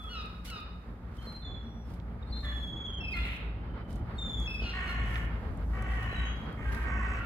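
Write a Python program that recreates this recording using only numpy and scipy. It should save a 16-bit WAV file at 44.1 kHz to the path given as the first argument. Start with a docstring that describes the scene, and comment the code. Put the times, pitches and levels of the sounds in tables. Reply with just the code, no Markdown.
"""Gulls over an urban green

Gulls call: stepped whistles are sines with an octave overtone, yelps are overtone stacks through a throat,
and harsh throbbing caws are rough stacks chopped by a flutter; the house fronts return scattered echoes.
Traffic rumbles ever louder as coloured noise, with sine drones of an engine under it.
A walker's shoes and clothes scuff as grainy noise and tick as resonant puffs close to the microphone."""
import sys
import numpy as np
from scipy import signal
from scipy.fft import rfft, irfft, next_fast_len
from scipy.io import wavfile

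SR = 44100
rng = np.random.default_rng(int(sys.argv[2]) if len(sys.argv) > 2 else 0)


def waveform_to_disk(signal):
    """Save audio, clipped to [-1, 1], as 16-bit WAV at the path in sys.argv[1]."""
    frames = np.transpose(np.atleast_2d(signal))
    scaled = np.clip(frames, -1, 1) * 32767
    samples = np.round(scaled).astype(np.int16)
    wavfile.write(sys.argv[1], SR, samples)


N = 319725


def amp(db):
    """Decibels are logarithmic: 20 dB is a tenfold amplitude."""
    return 10 ** (np.asarray(db) / 20)


def rms_one(x):
    """Normalizes the mean power to 1."""
    return x / np.sqrt(np.mean(x ** 2) + 1e-20)


def in_time(rows):
    """Linear interpolation of a table's columns at every sample."""
    s, *columns = np.transpose(rows)
    return [np.interp(np.arange(N) / SR, s, c) for c in columns]


def at_hz(points, hz):
    """Interpolates a spectrum in dB along a logarithmic frequency axis."""
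    point_hz, point_db = np.array(points)[:, 0], np.array(points)[:, 1]
    return np.interp(np.log(hz), np.log(point_hz), point_db)


def drift(rate, size):
    """Random fluctuation of rms 1: white noise through a two-pole low-pass with its corner near rate in Hz."""
    pole, run_in = np.exp(-2 * np.pi * rate / SR), SR // 4
    noise = rng.standard_normal(size + run_in)
    slow = signal.lfilter([1], [1, -2 * pole, pole * pole], noise)
    return rms_one(slow[run_in:])


def turns(hz):
    """Phase in radians is the running integral of angular frequency."""
    return 2 * np.pi * np.cumsum(hz) / SR


def panned(x, pan_db):
    """Interchannel level difference places a sound; positive is louder on the left."""
    return x * amp([[pan_db / 2], [-pan_db / 2]])


def note(start, length):
    """Time base of a note: its samples, the time since its start and its progress 0-1."""
    at = np.arange(max(round(start * SR), 0), min(round((start + length) * SR), N))
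    t = at / SR - start
    return slice(at[0], at[-1] + 1), t, t / length


def envelope(t, length, attack, release):
    """Amplitude envelope with sine-squared attack and release around a hold."""
    ramp = np.minimum(t / attack, (length - t) / release)
    return np.sin(np.pi / 2 * np.clip(ramp, 0, 1)) ** 2


def wide_noise(spectrum):
    """Partly coherent stereo noise of a given spectrum: independent mid and side; the mid has rms 1."""
    # channel difference: hz, side_minus_mid_db
    width = [(60, -16), (150, -20.5), (380, -11.5), (950, -4), (2380, -2.5), (5980, 4), (15000, -1.5)]
    hz = np.maximum(np.arange(N // 2 + 1) * SR / N, 1)
    # beyond its end points the spectrum falls by 40 dB per octave
    edge_db = -40 * np.log2(np.maximum(spectrum[0][0] / hz, 1) * np.maximum(hz / spectrum[-1][0], 1))
    mid, side = rfft(rng.standard_normal((2, N))) * amp(at_hz(spectrum, hz) + edge_db)
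    side = side * amp(at_hz(width, hz))
    both = irfft([mid + side, mid - side], N)
    return both / np.sqrt(np.mean(both.mean(axis=0) ** 2))


def whistles():
    """Joint amplitude and frequency modulation: trilled sines with an octave overtone and a line half-way."""
    # notes: start_s, length_s, first_hz, last_hz, first_db, last_db,
    # octave_db (relative to the fundamental), trill_depth (0-1), left_right_db
    whistled_notes = [ (-.05, 0.14, 1243, 1270, -60, -51, -17.5, 0.83, -5.5),
                      (-.05, 0.148, 3600, 3270, -54, -50.5, -45, 0.13, 6),
                      (1.178, 0.0502, 3100, 3140, -58.5, -59.5, -25, 0.8, 1),
                      (1.204, 0.069, 4120, 4300, -69, -61, -40, .11, 5),
                      (1.263, 0.18, 4142, 4102, -47, -56.5, -35, 0, 1.5),
                      (1.415, 0.056, 3580, 3560, -58, -62, -37, 0.2, -6),
                      (1.441, 0.21, 3492, 3370, -48, -61, -25, 0.11, 1),
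                      (1.621, 0.22, 5580, 5700, -80, -72, -50, 0.07, 3),
                      (1.835, 0.13, 5600, 4600, -77, -80, -55, 0, 7),
                      (2.22, 0.017, 3550, 3759, -54, -59.5, -31, 0.33, -5),
                      (2.262, 0.06, 3970, 4660, -71, -63, -19, 0.3, 10),
                      (2.318, 0.11, 4080, 4215, -42.5, -55, -32, 0.13, 4),
                      (2.321, 0.15, 3586, 3740, -60, -59, -24.5, 0.4, 11),
                      (2.441, .265, 3447, 3327, -46.5, -46, -28.5, 0.14, 4),
                      (2.689, 0.2, 3350, 3323, -49.5, -43, -27.5, 0.58, 3),
                      (2.855, 0.142, 3220, 3132, -50.5, -46.5, -24, 0.95, 2),
                      (3, 0.142, 2703, 2432, -44.5, -41.5, -16.5, 0.65, .8),
                      (3.132, 0.045, 2120, 2107, -36, -52, -10, 0.23, -1.5),
                      (3.496, 0.48, 3060, 3013, -77.5, -70, -36.5, 0.9, 2),
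                      (4.134, 0.052, 4500, 4240, -79, -63, -17, 0.3, 2),
                      (4.178, 0.3, 3662, 3310, -42, -46, -19.5, 0.37, 4.5),
                      (4.467, 0.181, 2607, 2533, -39.5, -48, -12, 0.36, 3),
                      (6.078, 0.07, 4022, 3985, -70, -63, -25.5, 0.39, 11),
                      (6.148, 0.1516, 3914, 3820, -53, -61.5, -23, 0.3, 7),
                      (6.249, 0.089, 3283, 3260, -52, -57, -9, 0.16, 9),
                      (6.321, 0.218, 3266, 3200, -54.5, -67, -19, 0.47, 2.5),
                      (6.648, 0.4, 1595, 1516, -47, -51, -30, 0.4, -1), ]
    # stereo phase of each note: lead of the left fundamental in radians, before the ports
    left_leads = [-2.5, 0.5, -3, -1, 1.1, 3, 2.5, -2, 2, 0, 2.5, 1.65, 0.7, 0, 3, 1.9, 1, 0, 2.5, 0, 0.5, 1,
                  2.5, 2.5, -1.2, 4, -0.3]
    trill_hz, trill_pitch_share = 25.43, 0.016
    sharp_share, settle_s = 0.008, 0.0083  # a note starts sharp and settles
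    attack_s, release_s = 0.013, 0.0054
    pressed_wobble = 0.1  # pitch share per unit of octave amplitude and trill depth
    half_line_db = -17  # strong-weak cycles: central level relative to the octave, at full trill depth
    out = np.zeros((2, N))
    for row, lead in zip(whistled_notes, left_leads):
        start, length, hz0, hz1, db0, db1, octave_db, depth, pan_db = row
        span, t, along = note(start, length)
        hz = (hz0 + (hz1 - hz0) * along) * (1 + sharp_share * np.exp(-t / settle_s))
        size = len(hz)
        level = amp(db0 + (db1 - db0) * along) * envelope(t, length, attack_s, release_s)
        depth = np.clip(depth, 0, 1)
        trill = np.sin(turns(trill_hz * (1 + 0.0031 * drift(8.5, size))))
        wobble = pressed_wobble * amp(octave_db) * depth * drift(82.0, size)
        jitter = 0.0018 * drift(90, size)
        phase = turns(hz * (1 + depth * trill_pitch_share * trill + wobble + jitter))
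        phase = phase + [[lead / 2], [-lead / 2]]
        half_line = depth * amp(half_line_db + 9.3 * drift(16.8, size)) * np.sin(3 * phase / 2)
        overtones = amp(octave_db) * (np.sin(2 * phase) + half_line)
        tone = np.sqrt(2) * (np.sin(phase) + overtones)
        out[:, span] += panned(level * (1 + depth * trill) * tone, pan_db)
    return out


def traffic():
    """Incoherent sum of noise bands: rumble, tyre roar and far hiss, each fluctuating on its own."""
    # levels: time_s, rumble_db, roar_db, hiss_db
    levels = [(0.0, -47, -56, -81.5), (1.92, -41, -58, -86), (7.25, -37.5, -49.5, -77)]
    # spectra: hz, relative level_db_per_hz
    rumble_spectrum = [(22, -29), (40, -3), (62, 2.5), (86, -5.5), (140, -10.5), (250, -13), (400, -24.5),
                       (900, -28)]
    roar_spectrum = [(240, -22.5), (400, -1), (515, -5.5), (671, -10.5), (1290, -5.5), (5000, -35.5),
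                     (6500, -71), (11000, -120)]
    hiss_spectrum = [(3500, -15), (5000, -13), (9800, -16), (11300, -11.5), (13000, -15), (16500, -21)]
    rumble_db, roar_db, hiss_db = in_time(levels)
    rumble = amp(rumble_db + 1.88 * drift(7.8, N)) * wide_noise(rumble_spectrum)
    roar = amp(roar_db + 2.4 * drift(7.4, N)) * wide_noise(roar_spectrum)
    hiss = amp(hiss_db + 2.0 * drift(1.7, N)) * wide_noise(hiss_spectrum)
    return rumble + roar + hiss


def engine():
    """Periodic firing gives a swelling sine; the drones of other motors waver in level and fall in pitch."""
    # firing tone: time_s, firing_hz, level_db
    firing = [(0, 56, -46), (1.3, 55.8, -44.5), (2.26, 60.03, -46), (2.62, 59.8, -32.5), (2.75, 58, -58.5),
              (3.1, 55.54, -49.5), (3.2, 55.5, -37), (3.65, 54.83, -40), (3.8, 58.5, -56),
              (4.4, 56.7, -39.5), (5.29, 55.5, -32), (5.52, 56.4, -54), (5.65, 55.98, -31.5),
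              (6.4, 58.2, -36.5), (6.5, 58.7, -57), (6.64, 58.62, -34.5), (7.25, 57.2, -33)]
    # other motors: first_hz, last_hz, first_db, last_db
    other_motors = [(118.8, 110, -59.5, -48), (181.3, 160, -59.5, -56.5), (229, 216, -62, -55)]
    hz, level_db = in_time(firing)
    tones = amp(level_db) * np.sin(turns(hz))
    for hz0, hz1, db0, db1 in other_motors:
        drone_level = amp(np.linspace(db0, db1, N) + 4.3 * drift(3.9, N))
        tones = tones + drone_level * np.sin(turns(np.linspace(hz0, hz1, N)))
    return panned(np.sqrt(2) * tones, 1.0)


def stack(hz, throat, rough, odd_db=0):
    """Source-filter voice of rms 1: throat-weighted overtones that roughness turns to noise, high ones first."""
    size = len(hz)
    phase = turns(hz * (1 + 0.02756 * rough * drift(15.25, size)))
    band_hz = .38 * hz.mean()
    swell_db = 2  # independent swell of each overtone at full roughness
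    out = 0
    for k in range(1, int(9000 / hz.max())):
        clear = (1 - rough) ** (k * hz / 2600)  # share of power left in the clear line
        turn = k * phase + rng.uniform(0, 2 * np.pi)
        band = drift(band_hz, size) * np.sin(turn) + drift(band_hz, size) * np.cos(turn)
        level = amp(throat(k * hz) + odd_db * (k % 2) + swell_db * rough * drift(23.0, size))
        out = out + level * (np.sqrt(clear) * np.sin(turn) + np.sqrt((1 - clear) / 2) * band)
    return rms_one(out)


def yelps():
    """Frequency glides of a harmonic voice: short cries that rise, break downwards and slide on."""
    # cries: start_s, rise_s, fall_s, top_hz, last_hz, level_db (before the swell), brightness_db_per_octave
    cries = [(0.079, 0.043, 0.13, 1468, 1190, -46.5, 1), (0.454, 0.04, 0.13, 1477, 1167, -48.5, 0.5),
             (4.598, 0.0203, 0.1313, 1484, 1371, -46, 1.5), (4.85, 0.012, 0.093, 1452, 1373, -46, -2.5),
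             (7.14, 0.033, 0.119, 1448, 1380, -46.5, -19)]
    # roughness of each cry (0-1)
    roughness = [.02, .03, .4, .2, .3]
    # throat response: hz, level_db
    throat_response = [(1000, 1), (1300, 12), (2000, -15), (2800, 10.5), (4100, 4), (5500, -5.5),
                       (6500, -20), (7200, -36)]
    scoop_share = 0.07  # the rise starts this share under the top
    drop_share, drop_s = .42, 0.02246  # this share of the fall comes at once, within about drop_s
    attack_s, release_s, swell_db = 0.04, 0.053, 4  # louder towards the end
    left_lag_s = 0.000266  # the sound reaches the right port first
    out = np.zeros(N)
    for (start, rise, fall, top_hz, last_hz, level_db, bright), rough in zip(cries, roughness):
        span, t, along = note(start, rise + fall)
        sudden = drop_share * np.exp(-((t - rise) / drop_s) ** 2)
        gradual = (1 - drop_share) * (1 - (t - rise) / fall)
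        rising_hz = top_hz * (1 - scoop_share * (1 - t / rise) ** 2)
        falling_hz = last_hz + (top_hz - last_hz) * (sudden + gradual)
        hz = np.where(t < rise, rising_hz, falling_hz)
        level = amp(level_db + swell_db * along) * envelope(t, rise + fall, attack_s, release_s)

        def throat(f):
            """Formant filtering with a spectral tilt."""
            return at_hz(throat_response, f) + bright * np.log2(f / top_hz)

        out[span] += level * stack(hz, throat, rough)
    late = np.interp(np.arange(N) - left_lag_s * SR, np.arange(N), out)
    return panned(np.array([late, out]), 2.1)


def scuffs():
    """Stick-slip friction of shoes and cloth: grainy noise under bell-shaped strokes."""
    # strokes: peak_s, level_db (before the graininess), rise_s, fall_s, left_right_db
    strokes = [(.1, -74, 0.15, 0.17, -6), (0.458, -53.5, 0.0093, 0.045, 0), (.55, -70, 0.051, 0.075, -4),
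               (1.282, -70.5, 0.14, 0.12, -3), (1.92, -72, 0.071, 0.064, -5), (2.5, -71, 0.16, 0.21, -1),
               (3.25, -67, 0.16, 0.15, 1), (3.905, -67, 0.019, 0.071, -5), (4.48, -70.5, 0.24, 0.38, -3),
               (4.9, -68.5, .062, .07, -4), (5.15, -63.5, 0.089, 0.096, -4.5),
               (5.97, -69.5, 0.13, 0.21, -5.5), (6.75, -63.5, 0.075, 0.11, -2)]
    # spectrum: hz, relative level_db_per_hz
    friction_spectrum = [(900, -26), (2000, 6.5), (4000, 2.5), (7000, -6.5), (9500, -5), (11500, -2.5),
                         (13000, -7.5), (16000, -13)]
    grains_per_s, grain_t60_s = 150, 0.033
    t, stroke = np.arange(N) / SR, np.zeros((2, N))
    for s, level_db, rise, fall, pan_db in strokes:
        bell = np.exp(-((t - s) / np.where(t < s, rise, fall)) ** 2)
        stroke += panned(amp(level_db) * bell, pan_db)
    grit = (rng.random(N) < grains_per_s / SR) * rng.exponential(0.54, N)
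    grain = 1 + signal.lfilter([1], [1, -amp(-60 / (grain_t60_s * SR))], grit)
    return stroke * grain * amp(0.59 * drift(49, N)) * wide_noise(friction_spectrum)


def ticks():
    """Damped resonance: grit and footfalls are a click and dying noise through a broad band."""
    # impacts: time_s, peak_db, ring_hz, left_right_db
    impacts = [(1.27, -38, 416, -3), (1.288, -64, 3600, -3), (.26, -52, 9000, -5), (2.0, -50, 3400, -14),
               (3.889, -43, 437, -14), (3.929, -46, 6500, -3), (3.958, -51, 7900, -10),
               (4.295, -56, 7500, -5), (4.401, -43, 8000, -13), (4.62, -34.5, 496, 1),
               (5.157, -22, 2030, -2), (5.574, -60, 7940, -27), (5.824, -44.5, 7960, -14),
               (6.128, -32, 441, 2.5), (6.527, -55, 9630, -2)]
    t60_at_1khz_s, shortening = 0.061, 0.62  # power law by which higher ticks die sooner
    snap = 4.8  # height of the first click, where the noise has rms 1
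    out = np.zeros((2, N))
    t = np.arange(round(.15 * SR)) / SR
    for s, peak_db, hz, pan_db in impacts:
        t60 = t60_at_1khz_s * (1000 / hz) ** shortening
        band = signal.butter(2, [hz / 1.4, hz * 1.4], "band", fs=SR, output="sos")
        click = snap * (t < .25 / hz)  # a quarter of a ring cycle
        blow = (rng.standard_normal(len(t)) + click) * amp(-60 * t / t60)
        puff = signal.sosfilt(band, blow)
        at = round(s * SR)
        out[:, at:at + len(t)] += panned(amp(peak_db) * puff / np.abs(puff).max(), pan_db)
    return out


def caws():
    """Amplitude modulation of a rough low voice: a slower flutter puts side lines around each overtone."""
    # cries: start_s, length_s, first_hz, last_hz, first_db, last_db, throat_scale (factor on resonance hz),
    # first_brightness_db_per_octave, last_brightness_db_per_octave, upper_resonance_db, odd_overtones_db,
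    # left_right_db
    harsh_cries = [ (2.418, 0.15, 598.5, 580.6, -44.5, -51, 0.93, -2.5, -10, 14, 3, -0.5),
                   (3.14, 0.096, 336.7, 347.7, -36, -40, 1.44, -11, 8, -5, -12, 4.5),
                   (3.22, 0.175, 345.6, 306.3, -43, -50, 1.35, 7.5, 1.5, 6.5, -3.5, 1.5),
                   (4.72, 0.556, 369.2, 360.8, -40.5, -47, 1.054, -1.5, 1, 5, 2.5, 2.5),
                   (5.72, 0.59, 382.7, 364.8, -46.5, -43.5, 0.99, -3, 2.5, 9, 2, 3.14),
                   (6.56, .42, 310.5, 304, -49, -46.5, 1.05, -2, -4, -8, -0.5, 0),
                   (6.849, 0.378, 376, 378.3, -43.5, -41.5, 0.91, 0, 3, 8, 4.5, 0), ]
    # roughness of each cry: start (0-1), end (0-1)
    roughness = [(.5, .8), (.03, .35), (.6, .9), (.4, .8), (.35, .85), (.7, .7), (.4, .7)]
    # throat response: hz, level_db
    throat_response = [(500, -22.5), (730, -1.5), (1100, 3), (1450, 5), (1880, 8.5), (2450, -2.5),
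                       (2920, -3), (4300, -43), (6000, -24), (9000, -27)]
    throb_hz, throb_depth = 56.92, 0.42
    sharp_share, settle_s = 0.0303, 0.01986  # a caw starts sharp and settles
    attack_s, release_s = 0.031, 0.069
    upper_hz, upper_width_hz = 2960, 127  # a high resonance that each caw opens more or less
    out = np.zeros((2, N))
    for row, (rough0, rough1) in zip(harsh_cries, roughness):
        start, length, hz0, hz1, db0, db1, scale, bright0, bright1, upper_db, odd_db, pan_db = row
        span, t, along = note(start, length)
        hz = (hz0 + (hz1 - hz0) * along) * (1 + sharp_share * np.exp(-t / settle_s))
        level = amp(db0 + (db1 - db0) * along) * envelope(t, length, attack_s, release_s)
        bright = bright0 + (bright1 - bright0) * along

        def throat(f):
            """Formant filtering with a changing tilt and a narrow upper resonance."""
            tilt_db = bright * np.log2(np.minimum(f, 3200) / 1900)
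            peak_db = upper_db * np.exp(-((f - upper_hz) / upper_width_hz) ** 2)
            return at_hz(throat_response, f / scale) + tilt_db + peak_db

        flutter = np.cos(turns(throb_hz * (1 + 0.036 * drift(3.1, len(hz)))))
        rough = rough0 + (rough1 - rough0) * np.sqrt(along)
        voice = stack(hz, throat, rough, odd_db) * (1 + throb_depth * flutter)
        out[:, span] += panned(level * rms_one(voice), pan_db)
    return out


def green(x):
    """Diffuse reverberation: convolution with dulled, exponentially decaying noise stands for the echoes."""
    t60_s, dull_hz, onset_s = 0.74, 4500, 0.032
    t = np.arange(round(1.6 * SR)) / SR
    onset = np.clip(t / onset_s, 0, 1)
    scatter = rng.standard_normal((2, len(t))) * amp(-60 * t / t60_s) * onset
    scatter = signal.sosfilt(signal.butter(4, dull_hz, fs=SR, output="sos"), scatter)
    unit_energy = scatter / np.sqrt(np.sum(scatter ** 2) / 2)
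    return signal.fftconvolve(x, unit_energy, axes=1)[:, :N]


def scene():
    """Linear superposition of birds, their echoes, the walker and the street."""
    clear, cries, harsh = whistles(), yelps(), caws()
    echoes = green(amp(-8.5) * clear + amp(-6.0) * cries + amp(-5) * harsh)
    birds = clear + cries + harsh + echoes
    return birds + scuffs() + ticks() + traffic() + engine()


def record(dry):
    """Interchannel level and phase differences of two microphone ports, then a steep low-pass."""
    # ports: hz, left_lead_radians, left_right_db
    ports = [(497, 0.078, 0), (1210, 0.42, -3), (1470, 1.75, -3.5), (2150, 0.78, -8.5), (2653, 3.43, 0),
             (3510, 4.54, -5), (4300, 6.17, 0)]
    cutoff_hz = 16100  # 60 dB down from here
    pad = SR // 10
    size = next_fast_len(N + 2 * pad)
    hz = np.arange(size // 2 + 1) * SR / size
    port_hz, lead, pan_db = np.transpose(ports)
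    gain = amp(np.interp(hz, port_hz, pan_db) / 2)
    left = gain * np.exp(.5j * np.interp(hz, port_hz, lead, left=0))
    padded = np.pad(dry, ((0, 0), (pad, pad)), "reflect")
    heard = irfft(rfft(padded, size) * [left, 1 / left], size)
    low_pass = signal.cheby2(24, 60, cutoff_hz, fs=SR, output="sos")
    return signal.sosfilt(low_pass, heard)[:, pad:pad + N]


dry = scene()
out = record(dry)
waveform_to_disk(out)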